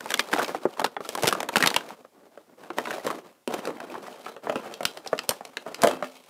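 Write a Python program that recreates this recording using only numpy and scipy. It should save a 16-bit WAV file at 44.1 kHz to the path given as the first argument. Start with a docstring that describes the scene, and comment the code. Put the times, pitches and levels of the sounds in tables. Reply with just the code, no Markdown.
"""On a carpet in a small room, a clear plastic blister pack is pulled apart and shifted about, close by.
Strokes of the hands drive filtered stick-slip noise (plastic rubbing on plastic) and random tiny pops and ticks.
Stiff facets buckle with dry snaps: a thump, a short pitched ring and a crack along the crease.
The shell rings on through a bank of modes, more freely once it lies open; low sines make handling bumps.
Sparse reflections answer over a quiet noise floor."""
import sys
import numpy as np
from scipy import signal
from scipy.io import wavfile

SR = 44100
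rng = np.random.default_rng(int(sys.argv[2]) if len(sys.argv) > 2 else 0)


def wav_out(sig):
    """Save sig, one row per channel (or a flat mono array), as 16-bit PCM at SR to the path in sys.argv[1]."""
    wavfile.write(sys.argv[1], SR, np.round(np.clip(np.atleast_2d(sig).T, -1, 1) * 32767).astype(np.int16))


N = 277696
TIME = np.arange(N) / SR

# buckling facets: (time [s], facet pitch [Hz], facet ring level [dB], crease crack level [dB])
SNAP_EVENTS = [(0.0069, 1490, -37.5, -46), (0.0588, 874, -32.5, -47), (0.105, 1640, -32.5, -34),
               (0.1182, 1560, -30.5, -38), (0.1406, 1630, -27, -23.5), (0.1935, 1690, -22.5, -21),
               (0.33, 1580, -23.5, -31.5), (0.3357, 900, -21.5, -24), (0.3833, 753, -24, -32),
               (0.3969, 1490, -24, -49), (0.4166, 1110, -28, -36.5), (0.445, 1540, -44, -33.5),
               (0.5475, 760, -25, -42), (0.654, 364, -17, -49.5), (0.796, 880, -23.5, -34),
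               (0.8163, 590, -26.5, -49), (0.8433, 857, -19.5, -24.5), (0.8474, 504, -52, -34),
               (0.8595, 1050, -34, -39), (0.9654, 805, -28, -33.5), (1.0055, 420, -31.5, -42),
               (1.09, 602, -34, -35.5), (1.1513, 1060, -27.5, -36), (1.185, 825, -30.5, -50),
               (1.176, 800, -31.5, -43), (1.224, 340, -31, -36), (1.234, 620, -23.5, -31.5),
               (1.2426, 890, -23.5, -38), (1.256, 2080, -29, -37), (1.2722, 570, -24, -27),
               (1.2778, 361, -23, -24), (1.2865, 1386, -29, -27), (1.326, 1180, -20, -32),
               (1.3336, 1050, -41, -40), (1.3503, 1222, -27.5, -45), (1.404, 830, -27.5, -34),
               (1.4299, 660, -29, -36.5), (1.4887, 930, -27, -33), (1.558, 1360, -18.5, -24.5),
               (1.5677, 840, -20.5, -23), (1.6055, 1580, -28, -34), (1.6254, 1920, -20, -22.5),
               (1.6378, 1860, -19, -29), (1.6607, 903, -22.5, -23), (1.673, 1990, -24.5, -19.5),
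               (1.703, 1700, -38, -31.5), (1.7426, 1920, -30, -29), (1.7629, 924, -21.5, -19.5),
               (2.0487, 504, -45, -60), (2.375, 554, -41, -51.5), (2.703, 350, -30.5, -37),
               (2.7841, 966, -22, -29), (2.8562, 2180, -36, -38), (2.8713, 980, -30.5, -41),
               (2.907, 1580, -34.5, -34.5), (3.066, 520, -24, -36), (3.103, 1120, -27.5, -45),
               (3.4758, 353, -27, -38), (3.5398, 370, -24.5, -36.5), (3.654, 715, -43, -41.5),
               (3.6733, 510, -27.5, -41.5), (3.8028, 1606, -38.5, -45.5), (3.9517, 1030, -34, -76),
               (4.2634, 1260, -34.5, -46), (4.3647, 550, -38, -47.5), (4.47, 710, -28, -51),
               (4.4962, 608, -21, -30.5), (4.557, 525, -25.5, -34), (4.7397, 930, -49, -42),
               (4.807, 650, -29, -45.5), (4.8307, 640, -31, -39), (4.8531, 1410, -28, -21.5),
               (4.973, 624, -37.5, -42), (5.0618, 755, -34.5, -44), (5.074, 880, -75, -36.5),
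               (5.13, 635, -18, -45), (5.179, 1183, -47, -42), (5.1901, 1270, -34.5, -28.5),
               (5.2917, 556, -21, -23), (5.308, 950, -29.5, -35.5), (5.315, 760, -28, -59),
               (5.4087, 790, -35, -59), (5.4514, 710, -43, -42), (5.57, 1730, -33, -31),
               (5.664, 625, -33, -65), (5.745, 1420, -43.5, -37.5), (5.819, 1070, -51, -33),
               (5.8349, 667, -15, -26), (5.845, 580, -13, -41), (5.872, 600, -17, -29),
               (5.8842, 500, -34, -37), (5.9119, 840, -30, -37), (6.025, 580, -26, -34),
               (6.0425, 840, -37, -41)]
# how freely the shell rings: (time [s], level [dB])
SHELL_FREEDOM = [(0, -31), (4.7, -9.5), (4.85, -15.5), (5.3, -21.5), (5.85, -10)]
# spectrum of a snap's thump and of dull flexing: (frequency [Hz], relative level [dB])
THUMP_SPECTRUM = [(20, -37.5), (70, -21), (110, -10.5), (170, 0.5), (260, 6.5), (400, 5.5), (620, -3),
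                  (3000, -87)]
# spectrum of rubbing hiss and small ticks: (frequency [Hz], relative level [dB])
HISS_SPECTRUM = [(800, -50.5), (2200, 6.5), (3600, 5.5), (5500, 1.5), (9000, -2), (15000, -7)]


def from_db(db):
    """Decibels to amplitude."""
    return 10 ** (np.asarray(db) / 20)


def unit(x):
    """Scales to energy 1."""
    return x / np.sqrt(np.sum(x ** 2) + 1e-20)


def read(points, hz):
    """Interpolates a table on a log-frequency axis."""
    f, value = np.transpose(points)
    return np.interp(np.log(hz + 1), np.log(f + 1), value)


def read_time(points, time_s):
    """Interpolates a table linearly in time."""
    return np.interp(time_s, *np.transpose(points))


def add(mix, start_s, sound):
    """Adds a sound in place, cut at the end of the mix."""
    part = mix[max(round(start_s * SR), 0):][:len(sound)]
    part += sound[:len(part)]


def lowpass(x, hz):
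    """Second-order low-pass."""
    return signal.sosfilt(signal.butter(2, hz, fs=SR, output="sos"), x)


def colour(x, points, tilt_db=0, pivot_hz=1000, size=2048):
    """Minimum-phase filter of the given spectrum, leaned by tilt_db an octave within an octave of the pivot."""
    hz = abs(np.fft.fftfreq(size, 1 / SR))
    lean_db = tilt_db * np.clip(np.log2((hz + 1) / pivot_hz), -1, 1)
    log_gain = np.log(from_db(read(points, hz) + lean_db))
    taps = np.fft.ifft(np.exp(np.conj(signal.hilbert(log_gain)))).real
    return signal.fftconvolve(x, unit(taps))[:len(x)]


def shudder(t, decay_s, scatter, grain):
    """One blow, then a burst of noise with a short soft rise, dying away."""
    noise, size = rng.standard_normal((2, len(t)))
    rise = 1 - np.exp(-t / (0.13 * decay_s))
    burst = noise * rise * np.exp(grain * size - t / decay_s)
    blow = (t == 0) * rng.choice([-1, 1])
    return blow + scatter * unit(burst)


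def ring(t, hz, decay_s):
    """One mode of a facet, heard as its velocity, so it carries no deep bass."""
    start = 1 - np.exp(-t * hz * 8)
    return unit(np.gradient(np.sin(2 * np.pi * hz * t) * start * np.exp(-t / decay_s)))


def random_pops(rate_per_s, spread_db, max_spreads):
    """Impulses at random times, their sizes spread exponentially in dB."""
    size = from_db(spread_db * np.minimum(rng.exponential(1, N), max_spreads))
    return size * (rng.random(N) < rate_per_s / SR)


def quiet_floor(level_db=-68):
    """Still room and microphone: steady coloured noise."""
    # (frequency [Hz], relative level [dB])
    floor_spectrum = [(25, -36), (100, -2.5), (270, -5), (1500, -9.5), (15000, -15.5)]
    return from_db(level_db) * colour(rng.standard_normal(N), floor_spectrum)


def room(x, wet_db, count=4):
    """Sparse reflections, each band dying at its own speed; random patterns take turns, so the tail stays even."""
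    # (frequency [Hz], t60 [s])
    band_t60 = [(150, 0.078), (500, 0.18), (1500, 0.15), (4000, 0.15), (12000, 0.13)]
    out, after = np.zeros(N), TIME[:SR // 2]
    for k in range(count):
        sparse = rng.standard_normal(len(after)) * (rng.random(len(after)) < 2500 / SR)
        taps = sparse * (after > .005)
        hz, t, z = signal.stft(taps, SR, nperseg=256)
        decay = from_db(-60 * t / read(band_t60, hz)[:, None])
        tail = signal.istft(z * decay, SR, nperseg=256)[1]
        turn = np.sqrt(2 / count) * np.cos(np.pi * (3 * TIME + k / count))  # total power stays constant
        out += signal.fftconvolve(x * turn, unit(tail))[:N]
    return from_db(wet_db) * out


def bumps(decay_s=0.004):
    """Low handling bumps and thumps under some loud snaps: low sines that swell and die."""
    # (time [s], pitch [Hz], envelope peak [dB])
    low_bumps = [(1.238, 146, -23.5), (1.567, 201, -22), (1.635, 185, -23), (3.478, 240, -27.5),
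                 (4.558, 260, -25), (5.836, 226, -18.5)]
    t, out = TIME[:SR // 5], np.zeros(N)
    envelope = t / decay_s * np.exp(1 - t / decay_s)
    for start_s, hz, peak_db in low_bumps:
        add(out, start_s, from_db(peak_db) * np.sin(2 * np.pi * hz * t) * envelope)
    return out


def shell(x):
    """The whole pack rings on, as far as the hands let it; no ring outlasts a longest t60."""
    # (frequency [Hz], t60 [s], held to the longest, level [dB])
    shell_modes = [(259.3, 0.93, -20.5), (462, 0.29, -20.5), (620.3, 0.15, -29.5), (770, .13, -30.5),
                   (1880, .12, -39), (2660, 0.15, -19), (3200, 0.14, -11.5), (3700, .18, -41),
                   (4000, 0.28, -18), (7240, .15, -28.5)]
    t, longest_t60_s = TIME[:SR // 2], .36
    response = np.zeros(len(t))
    for hz, t60_s, level_db in shell_modes:
        decay = from_db(-60 * t / min(t60_s, longest_t60_s))
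        response += from_db(level_db) * unit(np.sin(2 * np.pi * hz * t) * decay)
    return signal.fftconvolve(x * from_db(read_time(SHELL_FREEDOM, TIME)), response)[:N]


def strokes():
    """Each hand stroke swells, holds and dies away: strength of flexing, scraping and hiss over time."""
    # sheet sliding on sheet: (start [s], length before the fade [s], level [dB], brightness [dB])
    hand_strokes = [(0.0, 0.29, -43, 2.5), (0.303, 0.18, -34, 0.5), (0.49, 0.24, -48.5, 0),
                    (0.765, 0.056, -40, -1.5), (0.998, 0.32, -46.5, 5.5), (1.199, 0.061, -38, 3.5),
                    (1.34, 0.072, -41.5, -6.5), (1.511, 0.18, -35.5, 1), (1.754, 0.14, -44, -0.5),
                    (2.119, 0.14, -60, -7.5), (2.3, 0.095, -58.5, -2), (2.452, 0.087, -60, -7.5),
                    (2.572, 0.44, -52.5, -1.5), (2.757, 0.32, -40.5, 1), (3.036, 0.022, -32.5, -2.5),
                    (3.227, 0.031, -52, -1.5), (3.483, .1, -38, -2.5), (3.637, 0.036, -37, -6),
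                    (3.768, 0.2, -44.5, -3), (4.016, 0.14, -46.5, 1.5), (4.221, 0.033, -44, 0),
                    (4.42, 0.29, -43.5, -3), (4.728, 0.49, -51, 2), (5.267, 0.023, -42, 5),
                    (5.378, 0.42, -53, 1), (5.643, 0.041, -44, -3.5), (5.778, 0.15, -40, -4.5),
                    (6.019, 0.031, -48.5, 9), (6.127, 0.52, -60, 7)]
    rise_s, fade_db_per_s = 0.023, 133
    flex_db, flex_db_per_bright_db = -6, -0.65  # dull flexing falls as the stroke brightens
    scrape_db, hiss_db = -1, -9
    waver_db, waver_s = 2.5, .02  # the grip is never steady
    power = np.zeros((3, N))
    for start_s, length_s, level_db, bright_db in hand_strokes:
        rise = np.clip((TIME - start_s) / rise_s, 0, 1)
        fade = from_db(-fade_db_per_s * np.maximum(TIME - start_s - length_s, 0))
        parts_db = [flex_db + flex_db_per_bright_db * bright_db, scrape_db, hiss_db + bright_db]
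        power += np.outer(from_db(level_db) * from_db(parts_db), rise * fade) ** 2
    waver = unit(lowpass(rng.standard_normal(N), 1 / (2 * waver_s))) * np.sqrt(N)
    return np.sqrt(power) * from_db(waver_db * waver)


def slips(per_s, spread_db, energy_decay_s):
    """Envelope of tiny stick-slip jerks at random times, each one's energy dying exponentially."""
    jerks = random_pops(per_s, spread_db, max_spreads=3.5)
    energy = signal.lfilter([1], [1, -np.exp(-1 / (energy_decay_s * SR))], jerks ** 2)
    return unit(np.sqrt(energy))


def rubbing(gains):
    """Coarse slips shake the whole sheet, fine ones fizz; under them lies a smooth drag."""
    # (frequency [Hz], relative level [dB])
    scrape_spectrum = [(150, -55), (350, -4), (550, 3), (1200, -4), (2800, -20), (9000, -43)]
    coarse = slips(per_s=230, spread_db=-3.0, energy_decay_s=0.0032)
    fine = slips(per_s=200, spread_db=4.5, energy_decay_s=0.0013)
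    out = np.zeros(N)
    spectra = (THUMP_SPECTRUM, scrape_spectrum, HISS_SPECTRUM)
    for gain, spectrum, fineness in zip(gains, spectra, (.3, .5, 1.1)):
        a, b, c = rng.standard_normal((3, N))
        drive = unit(a * coarse) + fineness * unit(b * fine) + 0.66 * unit(c)
        out += colour(unit(drive) * np.sqrt(N) * gain, spectrum)
    return out


def flexing_pops(flex, per_s=30, level_db=-2, spread_db=3.0, count=12):
    """As the sheet bends, its larger panels give with soft, low pops."""
    t, out = TIME[:SR // 25], np.zeros(N)
    for hz in np.geomspace(240, 750, count):
        size = random_pops(per_s / count, spread_db, max_spreads=2.5)
        pop = lowpass(ring(t, hz, decay_s=0.0089), 2 * hz)
        out += signal.oaconvolve(size, pop)[:N]
    return flex * from_db(level_db) * unit(out) * np.sqrt(N)


def crease_ticks(hiss, per_s=48, level_db=-2, spread_db=9.5, count=12):
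    """In a bright stroke small creases give way one by one, with thin, sharp ticks."""
    t, out = TIME[:SR // 50], np.zeros(N)
    gentle = np.minimum(hiss / from_db(-45.5), 1)  # weakens the ticks further where the hiss is faint
    for _ in range(count):
        size = random_pops(per_s / count, spread_db, max_spreads=2.5)
        tick = unit(colour(shudder(t, decay_s=0.00067, scatter=2.0, grain=0.31), HISS_SPECTRUM))
        note = ring(t, rng.uniform(1200, 2200), decay_s=0.0075)
        out += signal.oaconvolve(size, tick + 2.4 * note)[:N]
    return hiss * gentle * from_db(level_db) * unit(out) * np.sqrt(N)


def crinkles(scrape, per_s=80, level_db=-2, spread_db=7.5, count=40):
    """While the sheet scrapes hard, tiny facets pop at random, each with its own pitch and a tick."""
    t, out = TIME[:SR // 50], np.zeros(N)
    gentle = np.minimum(scrape / from_db(-45.5), 1)  # a light touch hardly buckles anything
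    for hz in np.geomspace(600, 3000, count):
        size = random_pops(per_s / count, spread_db, max_spreads=3)
        tick = unit(colour(shudder(t, decay_s=0.0025, scatter=2.9, grain=0.55), HISS_SPECTRUM))
        note = ring(t, hz, decay_s=.002) * (1000 / hz) ** 1.3
        out += signal.oaconvolve(size, note + 0.16 * tick)[:N]
    return scrape * gentle * from_db(level_db) * unit(out) * np.sqrt(N)


def aftersnaps(scrape, delay_s=.011, level_db=-11, spread_db=3, count=3):
    """In a hard crumple each buckle loads its neighbours, and a few give way just after it."""
    t, out = TIME[:SR // 50], np.zeros(N)
    load = np.minimum(scrape / from_db(-40.5), 1) ** 2  # a slack sheet has none
    for start_s, hz, _, crack_db in SNAP_EVENTS:
        load_now = load[min(max(round(start_s * SR), 0), N - 1)]
        for wait, size in zip(rng.exponential(1, count), rng.standard_normal(count)):
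            tick = unit(colour(shudder(t, decay_s=0.0007, scatter=1.6, grain=.3), HISS_SPECTRUM))
            note = ring(t, hz * rng.uniform(1, 2), decay_s=0.0061)
            # levels are rms over a hundredth of a second
            gain = from_db(crack_db + level_db + spread_db * size) * np.sqrt(SR / 100)
            add(out, start_s + delay_s * wait, gain * load_now * unit(tick + 1.1 * note))
    return out


def snaps(size=2600):
    """Each facet flips over: a thump of air, a short ring at its own pitch, and a crack along the crease."""
    # parts of a snap: (frequency [Hz], relative level [dB])
    facet_spectrum = [(100, -49), (280, -21.5), (450, 1.5), (800, -4), (1350, -4.5), (2000, -14),
                      (9000, -76)]
    crack_spectrum = [(300, -33), (1000, 3), (1700, 2), (2600, 3), (4200, -4), (6000, -15.5), (14000, -75)]
    fizz_spectrum = [(1000, -9.5), (3500, -4), (5500, -2), (8500, -2), (10000, -3.5), (12000, -4.5),
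                     (15000, -13.5)]
    # top treble against the crack: (time [s], level [dB])
    top_treble = [(0.1, 1), (0.2, -7.5), (0.41, -16), (0.45, -7), (0.82, -3.5), (0.96, -22.5), (1.08, 2),
                  (1.27, 0.5), (1.65, -4.5), (2.8, -18), (3.07, -1), (3.6, -1.5), (4.5, -13.5),
                  (4.72, -1.5), (5.19, -8), (5.29, 7), (5.57, -10.5), (5.83, 2), (6.02, -13.5)]
    thump_re_ring_db = -11.5
    ring_800_hz_s, ring_shrink = .0042, 0.37  # higher facets die sooner, by this power of the pitch
    lean_db, note_share = 4.5, 1.2  # a small facet leans upward (dB an octave, per octave of pitch)
    t, out = np.arange(size) / SR, np.zeros(N)
    for start_s, hz, ring_db, crack_db in SNAP_EVENTS:
        octaves = np.log2(hz / 800)
        thump_db = ring_db + thump_re_ring_db
        fizz_db = crack_db + read_time(top_treble, start_s)
        thump = unit(colour(shudder(t, decay_s=0.017, scatter=1.0, grain=0.53), THUMP_SPECTRUM))

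        note = ring(t, hz, decay_s=ring_800_hz_s * 2 ** (-ring_shrink * octaves))
        note = lowpass(note, 2 * hz)  # a large facet starts softly
        body = shudder(t, decay_s=0.006, scatter=1.26, grain=0.11)
        body = unit(colour(body, facet_spectrum, lean_db * octaves))
        facet = unit(body + note_share * note)

        # a quick flip is bright all the way up, a slow one dull
        crack_tilt_db = 0.68 * (fizz_db - ring_db + 12.5)
        fizz_tilt_db = .4 * (fizz_db - crack_db - 3)
        crack = shudder(t, decay_s=0.0025, scatter=3.4, grain=0.5)
        crack = unit(colour(crack, crack_spectrum, crack_tilt_db, pivot_hz=2500))
        overtone = ring(t, max(hz, rng.uniform(1540, 3600)), decay_s=0.0041)
        crack = unit(crack + 0.28 * overtone)
        fizz = shudder(t, decay_s=0.0021, scatter=2.2, grain=0.3)
        fizz = unit(colour(fizz, fizz_spectrum, fizz_tilt_db, pivot_hz=8500))

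        snap = from_db(thump_db) * thump + from_db(ring_db) * facet
        snap += from_db(crack_db) * crack + from_db(fizz_db) * fizz
        add(out, start_s, snap * np.sqrt(SR / 100))  # levels are rms over a hundredth of a second
    return out


def scene():
    """Snaps, small crinkles, ticks, pops and rubbing, the shell's ring, bumps, the room and its quiet floor."""
    flex, scrape, hiss = strokes()
    plastic = snaps() + crinkles(scrape) + crease_ticks(hiss) + flexing_pops(flex)
    plastic = plastic + rubbing((flex, scrape, hiss)) + aftersnaps(scrape)
    plastic = plastic + shell(plastic) + bumps()
    # the open pack radiates more into the room
    spill = from_db(0.53 * read_time(SHELL_FREEDOM, TIME))
    return (plastic + room(plastic * spill, wet_db=-5) + quiet_floor())[None]


def record(dry):
    """A fast limiter holds the tallest peaks and ducks their tails; then the bass cut and the band limit."""
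    ceiling_db, recovery_db_per_s, low_cut_hz, edge_hz = -3, 70, 75, 15650
    fall_db = TIME * recovery_db_per_s
    peak_db = 20 * np.log10(abs(dry[0]) + 1e-9)
    held_db = np.maximum.accumulate(peak_db + fall_db) - fall_db
    limited = dry / from_db(np.maximum(held_db - ceiling_db, 0))
    thin = signal.sosfilt(signal.butter(2, low_cut_hz, "high", fs=SR, output="sos"), limited)
    band_limit = signal.firwin(255, edge_hz, window=("kaiser", 9), fs=SR)
    return signal.oaconvolve(thin, band_limit[None], "same")


dry = scene()
out = record(dry)
wav_out(out)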